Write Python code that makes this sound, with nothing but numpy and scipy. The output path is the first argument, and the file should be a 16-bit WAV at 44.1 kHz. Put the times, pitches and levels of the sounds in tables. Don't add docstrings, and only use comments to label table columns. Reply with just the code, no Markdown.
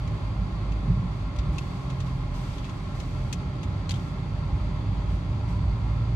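import sys
import numpy as np
from scipy import signal
from scipy.fft import rfft, irfft, next_fast_len
from scipy.io import wavfile
from scipy.ndimage import uniform_filter1d

SR = 44100
rng = np.random.default_rng(int(sys.argv[2]) if len(sys.argv) > 2 else 0)


def materialize(psi):
    bounded = np.clip(np.atleast_2d(psi).T, -1, 1)
    quanta = np.round(bounded * 32767).astype(np.int16)
    wavfile.write(sys.argv[1], SR, quanta)


N = 271215
TIME_S = np.arange(N) / SR
FFT_SIZE = next_fast_len(N + 2, True)
BIN_HZ = np.maximum(np.arange(FFT_SIZE // 2 + 1) * SR / FFT_SIZE, 1)

# time_s, level_db
TYRE_LEVEL = [(0, -34), (1.25, -35), (2.2, -37), (2.7, -37), (3.3, -34.5), (4.1, -34.5), (6.15, -34)]


def engine(wander_per_db=0.002, rough_hz=12, throb=0.6):
    # time_s, firing_hz
    firing = [(0, 54), (.7, 51.6), (1.3, 48.5), (1.7, 45.2), (2.15, 42.7), (2.6, 41), (3.1, 42.6),
              (3.5, 45.5), (4.2, 47.5), (4.8, 50.8), (5.3, 53.3), (6.15, 56.3)]
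    # time_s, level_db
    effort = [(0, -7.5), (.5, -4.5), (.9, -0.5), (1.25, -4.5), (1.6, -5.5), (1.85, -2), (2.15, 1),
              (2.5, -2.5), (2.8, -10), (3.1, 1), (3.4, -5), (3.95, -9.5), (4.45, -1), (4.85, -2.5),
              (5.2, -6), (5.6, -3.5), (6.15, 4)]
    # time_s, overtone_db, shake_db
    load = [(0, -6, 0.7), (1.2, -1.5, 1), (2.1, 3, 0.2), (3.3, -4, 1), (4.4, 2.5, 2), (5.5, 4.5, 1.5),
            (6.15, 1.5, 0.5)]
    # centre_hz, width_hz, level_db
    cabin_modes = [(41.7, 5.4, -33.5), (52.5, 6.5, -27), (94.3, 6, -33), (109.8, 19.7, -33.5),
                   (116, 3.5, -31.5), (131.4, 17, -34), (146, 29, -46), (176.8, 13, -42.5)]
    # time_s, level_db
    growl_level = [(0, -68), (2.8, -67), (3.5, -53.5), (4.3, -54), (5, -51), (5.65, -48.5), (6.15, -52)]
    # freq_hz, gain_db
    exhaust = [(36, -24.5), (56, -1), (74, -0.5), (94, 1), (112, -10.5), (135, -8.5), (175, -18),
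               (230, -38), (600, -76)]
    firing_hz, = in_time(firing)
    effort_db, = in_time(effort)
    overtone_db, shake_db = in_time(load)
    growl_db, = in_time(growl_level)
    phase = running_phase(firing_hz * (1 + wander_per_db * shake_db * drift(rough_hz)))
    harmonics = np.zeros(N)
    for k in range(1, 5):
        boom_power = sum((from_db(level_db) * resonance(k * firing_hz, centre_hz, width_hz)) ** 2
                         for centre_hz, width_hz, level_db in cabin_modes)
        drive = from_db(effort_db + (k > 1) * overtone_db + shake_db * drift(rough_hz))
        harmonics += np.sqrt(boom_power) * drive * np.sin(k * phase + 2 * np.pi * rng.random())
    puffs = to_sound(white_spectrum()) * (1 + throb * np.cos(phase)) / np.sqrt(1 + throb ** 2 / 2)
    return np.sqrt(2) * harmonics + from_db(growl_db) * equalise(puffs, exhaust)


def tyre_rumble(trim_db=-2.0, levelling=0.37, window_s=0.04):
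    # freq_hz, level_db
    floor = [(20, -59), (32, -32.5), (45, -14.5), (58, -14), (78, -20.5), (97, -12.5), (135, -17.5),
             (180, -20), (225, -33), (300, -40), (480, -51), (1000, -91.5)]
    # centre_s, half_length_s, rise_db
    patches = [(0.085, 0.053, 5), (0.422, 0.043, 5), (0.902, 0.044, 9.5), (1.048, 0.027, 6),
               (1.483, 0.052, 5.5), (4.89, 0.2, 1.5), (5.619, 0.13, 0.5)]
    road_db, = in_time(TYRE_LEVEL)
    swell_db = sum(rise_db * np.exp(-((TIME_S - centre_s) / half_s) ** 2)
                   for centre_s, half_s, rise_db in patches)
    rumble = cabin_noise(floor)
    power = uniform_filter1d(rumble[0] ** 2, int(window_s * SR))
    steadying = (power.mean() / power) ** (levelling / 2)
    return from_db(road_db + swell_db + trim_db) * rumble * steadying


def jolts(rise_s=0.0079, spread_octaves=0.58):
    # start_s, level_db, push_hz
    ruts = [(0.878, -8.5, 112), (.886, -10, 160), (0.904, -14, 170), (.972, -8.5, 115), (1.036, -19.5, 170),
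            (1.375, -11.5, 58), (1.469, -15.5, 120), (1.488, -9.5, 62), (3.935, -10, 110),
            (4.515, -7.5, 53), (5.612, -5.5, 70.4)]
    # pitch_hz, gain_db, t60_s
    body_modes = [(59.7, -2.5, .14), (102.7, -1.5, 0.083), (135, -0.5, 0.097), (181.3, -3.5, 0.19),
                  (255, -10.5, 0.067)]
    out = np.zeros(N + SR)
    age_s = TIME_S[:SR // 2]
    for start_s, level_db, push_hz in ruts:
        at = int(start_s * SR)
        for pitch_hz, gain_db, t60_s in body_modes:
            share = np.exp(-(np.log2(pitch_hz / push_hz) / spread_octaves) ** 2)
            swing = rise_and_decay(age_s, rise_s, t60_s) * np.sin(2 * np.pi * pitch_hz * age_s)
            out[at:at + len(age_s)] += share * from_db(level_db + gain_db) * swing
    return out[:N]


def heater_fan(air_db=-0.24, flutter_db=0.4, hum_waver_db=0.9, whine_waver_db=3.5):
    # freq_hz, left_db, right_db
    air_spectrum = [(103, -73.5, -80.5), (283.5, -65.5, -66), (378, -80, -69), (520, -83.5, -82),
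                    (960, -86.5, -82.5), (1270, -82.5, -75), (1430, -83.5, -80.5), (2285, -88, -83),
                    (3550, -85.5, -97), (4880, -90, -96.5), (5300, -99, -100), (6560, -99, -103.5),
                    (9700, -108, -104), (12500, -132, -122)]
    # centre_hz, width_hz, level_db, pan_db, right_lag_rad
    duct_modes = [(387, 46, -74, -4, 0.5), (595.7, 57, -71.5, 7, 0.61), (710, 36, -78.5, 4, .4),
                  (801, 71, -73.5, 2, 0.0056), (850.4, 41, -72.5, 2.5, 0.17), (976, 33, -73.5, 11, 2.7),
                  (1072, 90, -73, 0.5, 0.051), (1350.7, 34, -73, 6.5, 1.88), (2106, 120, -89, -20, 0.17),
                  (4570, 470, -93, 9, 2.8), (6340, 1500, -102, 1, 0.67)]
    # time_s, turns_per_s
    rotor = [(0, 53.5), (2.0, 53.5), (4.6, 54.25), (6.15, 54.5)]
    orders = (5, 10, 11, 36, 48, 60, 64, 72, 83)
    # level_db, pan_db
    tone_levels = [(-53, 1), (-70.5, 20), (-68, 8.5), (-75.5, 1.5), (-70.5, 3), (-73, 8.5), (-75, 12.5),
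                   (-86, -8.5), (-74, 12.5)]
    ducts = 0
    for centre_hz, width_hz, level_db, pan_db, right_lag_rad in duct_modes:
        band = white_spectrum() * resonance(BIN_HZ, centre_hz, width_hz) * from_db(level_db)
        ducts += band * pan(pan_db) * np.exp([[0], [-1j * right_lag_rad]])
    air = (cabin_noise(air_spectrum) + to_sound(ducts)) * from_db(air_db + flutter_db * drift(rate_hz=14))
    turns_per_s, = in_time(rotor)
    phase = running_phase(turns_per_s * (1 + 0.0009 * drift(rate_hz=10)))
    motor = 0
    for order, (level_db, pan_db) in zip(orders, tone_levels):
        waver_db = np.interp(order, [orders[0], orders[-1]], [hum_waver_db, whine_waver_db])
        motor += pan(pan_db) * from_db(level_db + waver_db * drift(rate_hz=3)) * np.sin(order * phase)
    return air + np.sqrt(2) * motor


def tread(width_hz=150, lumpy_db=0.6, lumps_hz=7):
    # time_s, level_db, centre_hz
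    roar_band = [(0, -75.5, 1034), (1.4, -74, 1056), (2.1, -74, 1052), (2.8, -81, 1021), (3.8, -79.5, 980),
                 (4.3, -79, 970), (4.85, -74, 970), (5.22, -83, 960), (5.5, -73, 980), (6.15, -77, 980)]
    # freq_hz, level_db
    crush_spectrum = [(200, -64), (400, -47), (600, -43), (850, -50), (1300, -58), (3000, -89.5)]
    roar_db, centre_hz = in_time(roar_band)
    road_db, = in_time(TYRE_LEVEL)
    phase = running_phase(centre_hz)
    lowpass = 1 / np.sqrt(1 + (2 * BIN_HZ / width_hz) ** 4)
    in_phase, quadrature = (to_sound(white_spectrum() * lowpass) for _ in range(2))
    roar = from_db(roar_db) * np.sqrt(2) * (in_phase * np.cos(phase) + quadrature * np.sin(phase))
    crush = from_db(road_db) * cabin_noise(crush_spectrum)
    return (roar + crush) * from_db(lumpy_db * drift(lumps_hz))


def plastic_clicks(trim_db=-2.0, rise_s=0.0011, crack_hz=6000, split_hz=100, overtone_ratio=2.8):
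    # start_s, level_db, pitch_hz, ring_db, crack_db, t60_s, pan_db
    snaps = [ (0.075, -36, 2980, -21, -3, 0.045, 0), (0.719, -37.5, 2600, -10, -25, 0.062, 3),
             (1.361, -36, 2570, -29, -3, 0.042, -1), (1.386, -31.5, 2000, -12, -18, 0.063, 7),
             (1.5822, -24.5, 2586, -5.5, 3.5, 0.037, 1.5), (1.587, -37, 2570, -8, 2, .035, 9),
             (1.899, -35.5, 3050, -22, -4, 0.073, 5), (2.002, -33.5, 2920, -20, -20, 0.089, 2),
             (2.581, -37, 3290, -12, -17, .08, 5), (2.642, -38.5, 2640, -14, -9, 0.13, 3),
             (2.694, -36.5, 2640, -16, -11, 0.052, 9), (3, -33, 2850, -29, 5, 0.055, 5),
             (3.3263, -24.5, 2580, -11, 10, 0.055, 3.5), (3.63, -33.5, 3360, -30, -2, 0.072, 2),
             (3.8923, -26, 4140, -4.5, 8, 0.041, 5), (3.9068, -23.5, 4600, -3, -2, 0.027, 4),
             (3.909, -21.5, 3320, -7, -6, 0.015, 3), (3.9136, -26, 3750, -14, 2, 0.048, 1),
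             (3.939, -35, 3240, -7, -6, 0.062, 7), (3.956, -38, 3570, -13, -7, 0.081, 4),
             (3.995, -42, 3250, -9, -14, 0.046, 7)]
    # freq_hz, gain_db
    snap_spectrum = [(400, -29), (1500, -2.5), (2000, 0.5), (2650, 4.5), (3600, 4.5), (4550, -0.5),
                     (5350, -4.5), (6450, -2.5), (8400, -13), (10300, -14), (14000, -27.5)]
    age_s = TIME_S[:SR // 5]
    out = np.zeros((2, FFT_SIZE))
    for start_s, level_db, pitch_hz, ring_db, crack_db, t60_s, pan_db in snaps:
        scatter, crack_noise = rng.standard_normal((2, 2, len(age_s)))
        crack = butterworth(crack_noise, 2, crack_hz, "high")
        modes = sum(np.sin(2 * np.pi * mode_hz * age_s + np.pi / 2 * rng.random((2, 1)))
                    for mode_hz in (pitch_hz - split_hz / 2, pitch_hz + split_hz / 2))
        overtone = from_db(-8) * np.sin(2 * np.pi * overtone_ratio * pitch_hz * age_s)
        ring = modes / np.sqrt(2) + overtone
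        snap = scatter + from_db(ring_db) * ring + from_db(crack_db) * crack
        envelope = from_db(level_db + trim_db) * rise_and_decay(age_s, rise_s, t60_s)
        at = int(start_s * SR)
        out[:, at:at + len(age_s)] += pan(pan_db) * envelope * snap
    return equalise(out, snap_spectrum)


def steering_rub(attack_s=0.019, sag_db_per_s=12, release_s=0.06, resting_db=-20.5, grain_db=0.5):
    # start_s, length_s, level_db
    strokes = [(0, .3, -7), (1.103, 0.1, -5), (1.513, 0.97, 2.5), (2.047, 0.027, 2.5), (2.33, 0.24, 6),
               (2.616, 0.39, 0), (2.935, 0.41, 2.5), (3.895, 0.2, 1), (5.083, 0.065, -0.5),
               (5.47, 0.047, 1)]
    # freq_hz, level_db
    hiss_spectrum = [(600, -110), (1600, -93), (2800, -94), (4500, -95), (7000, -100), (10000, -103.5),
                     (14000, -114)]
    power = from_db(resting_db) ** 2
    for start_s, length_s, level_db in strokes:
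        age_s = np.maximum(TIME_S - start_s, 0)
        attack = np.minimum(age_s / attack_s, 1)
        release = np.exp(-np.maximum(age_s - length_s, 0) / release_s)
        power += (attack * release * from_db(level_db - sag_db_per_s * age_s)) ** 2
    hiss = cabin_noise(hiss_spectrum) * np.sqrt(power)
    return pan(0.5) * hiss * from_db(grain_db * drift(rate_hz=90))


def cabin_noise(spectrum):
    # freq_hz, correlation
    likeness = [(50, 0.97), (170, 1), (260, 0.73), (400, 0.48), (800, 0.59), (1250, 0.52), (1500, -0.64),
                (1900, -0.34), (2300, 0.62), (3200, -0.36), (14000, 0.38)]
    correlation = np.clip(over_hz(likeness), -1, 1)
    mid = np.sqrt((1 + correlation) / 2) * white_spectrum()
    side = np.sqrt((1 - correlation) / 2) * white_spectrum()
    return to_sound(from_db(over_hz(spectrum)) * (mid + side * [[1], [-1]]))


def from_db(db):
    return 10 ** (np.asarray(db) / 20)


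def pan(pan_db):
    return from_db(np.array([[0.5], [-0.5]]) * pan_db)


def in_time(rows):
    time_s, *columns = np.transpose(rows)
    return [np.interp(TIME_S, time_s, column) for column in columns]


def over_hz(rows):
    freq_hz, *columns = np.transpose(rows)
    return np.array([np.interp(np.log(BIN_HZ), np.log(freq_hz), column) for column in columns])


def white_spectrum():
    return rfft(rng.standard_normal(FFT_SIZE)) * np.sqrt(SR / 2)


def to_sound(spectrum):
    return irfft(spectrum, FFT_SIZE)[..., :N]


def equalise(sound, gains):
    return to_sound(rfft(sound, FFT_SIZE) * from_db(over_hz(gains)))


def drift(rate_hz):
    slow = to_sound(white_spectrum() / (1 + (BIN_HZ / rate_hz) ** 2) ** 2)
    return slow / slow.std()


def running_phase(freq_hz):
    return 2 * np.pi * np.cumsum(freq_hz) / SR


def resonance(freq_hz, centre_hz, width_hz):
    return 1 / (1 + (2 * (freq_hz - centre_hz) / width_hz) ** 2)


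def rise_and_decay(age_s, rise_s, t60_s):
    return (1 - np.exp(-age_s / rise_s)) * np.exp(-np.log(1000) * age_s / t60_s)


def butterworth(sound, order, edge_hz, kind):
    return signal.sosfilt(signal.butter(order, edge_hz, kind, fs=SR, output="sos"), sound)


def scene():
    bass = pan(-1.6) * (engine() + tyre_rumble() + jolts())
    return bass + tread() + heater_fan() + steering_rub() + plastic_clicks()


def record(dry, bass_cut_hz=32, dip_hz=11500, dip_width_hz=2200, left_top_hz=9500,
           port_band_hz=(12350, 13250), port_db=8.0, top_hz=14000):
    heard = butterworth(dry, 6, bass_cut_hz, "high")
    left, right = signal.lfilter(*signal.iirnotch(dip_hz, dip_hz / dip_width_hz, fs=SR), heard)
    left = butterworth(left, 4, left_top_hz, "low")
    right = right + from_db(port_db) * butterworth(right, 2, port_band_hz, "band")
    return signal.sosfilt(signal.ellip(10, 0.1, 90, top_hz, fs=SR, output="sos"), [left, right])


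dry = scene()
out = record(dry)
materialize(out)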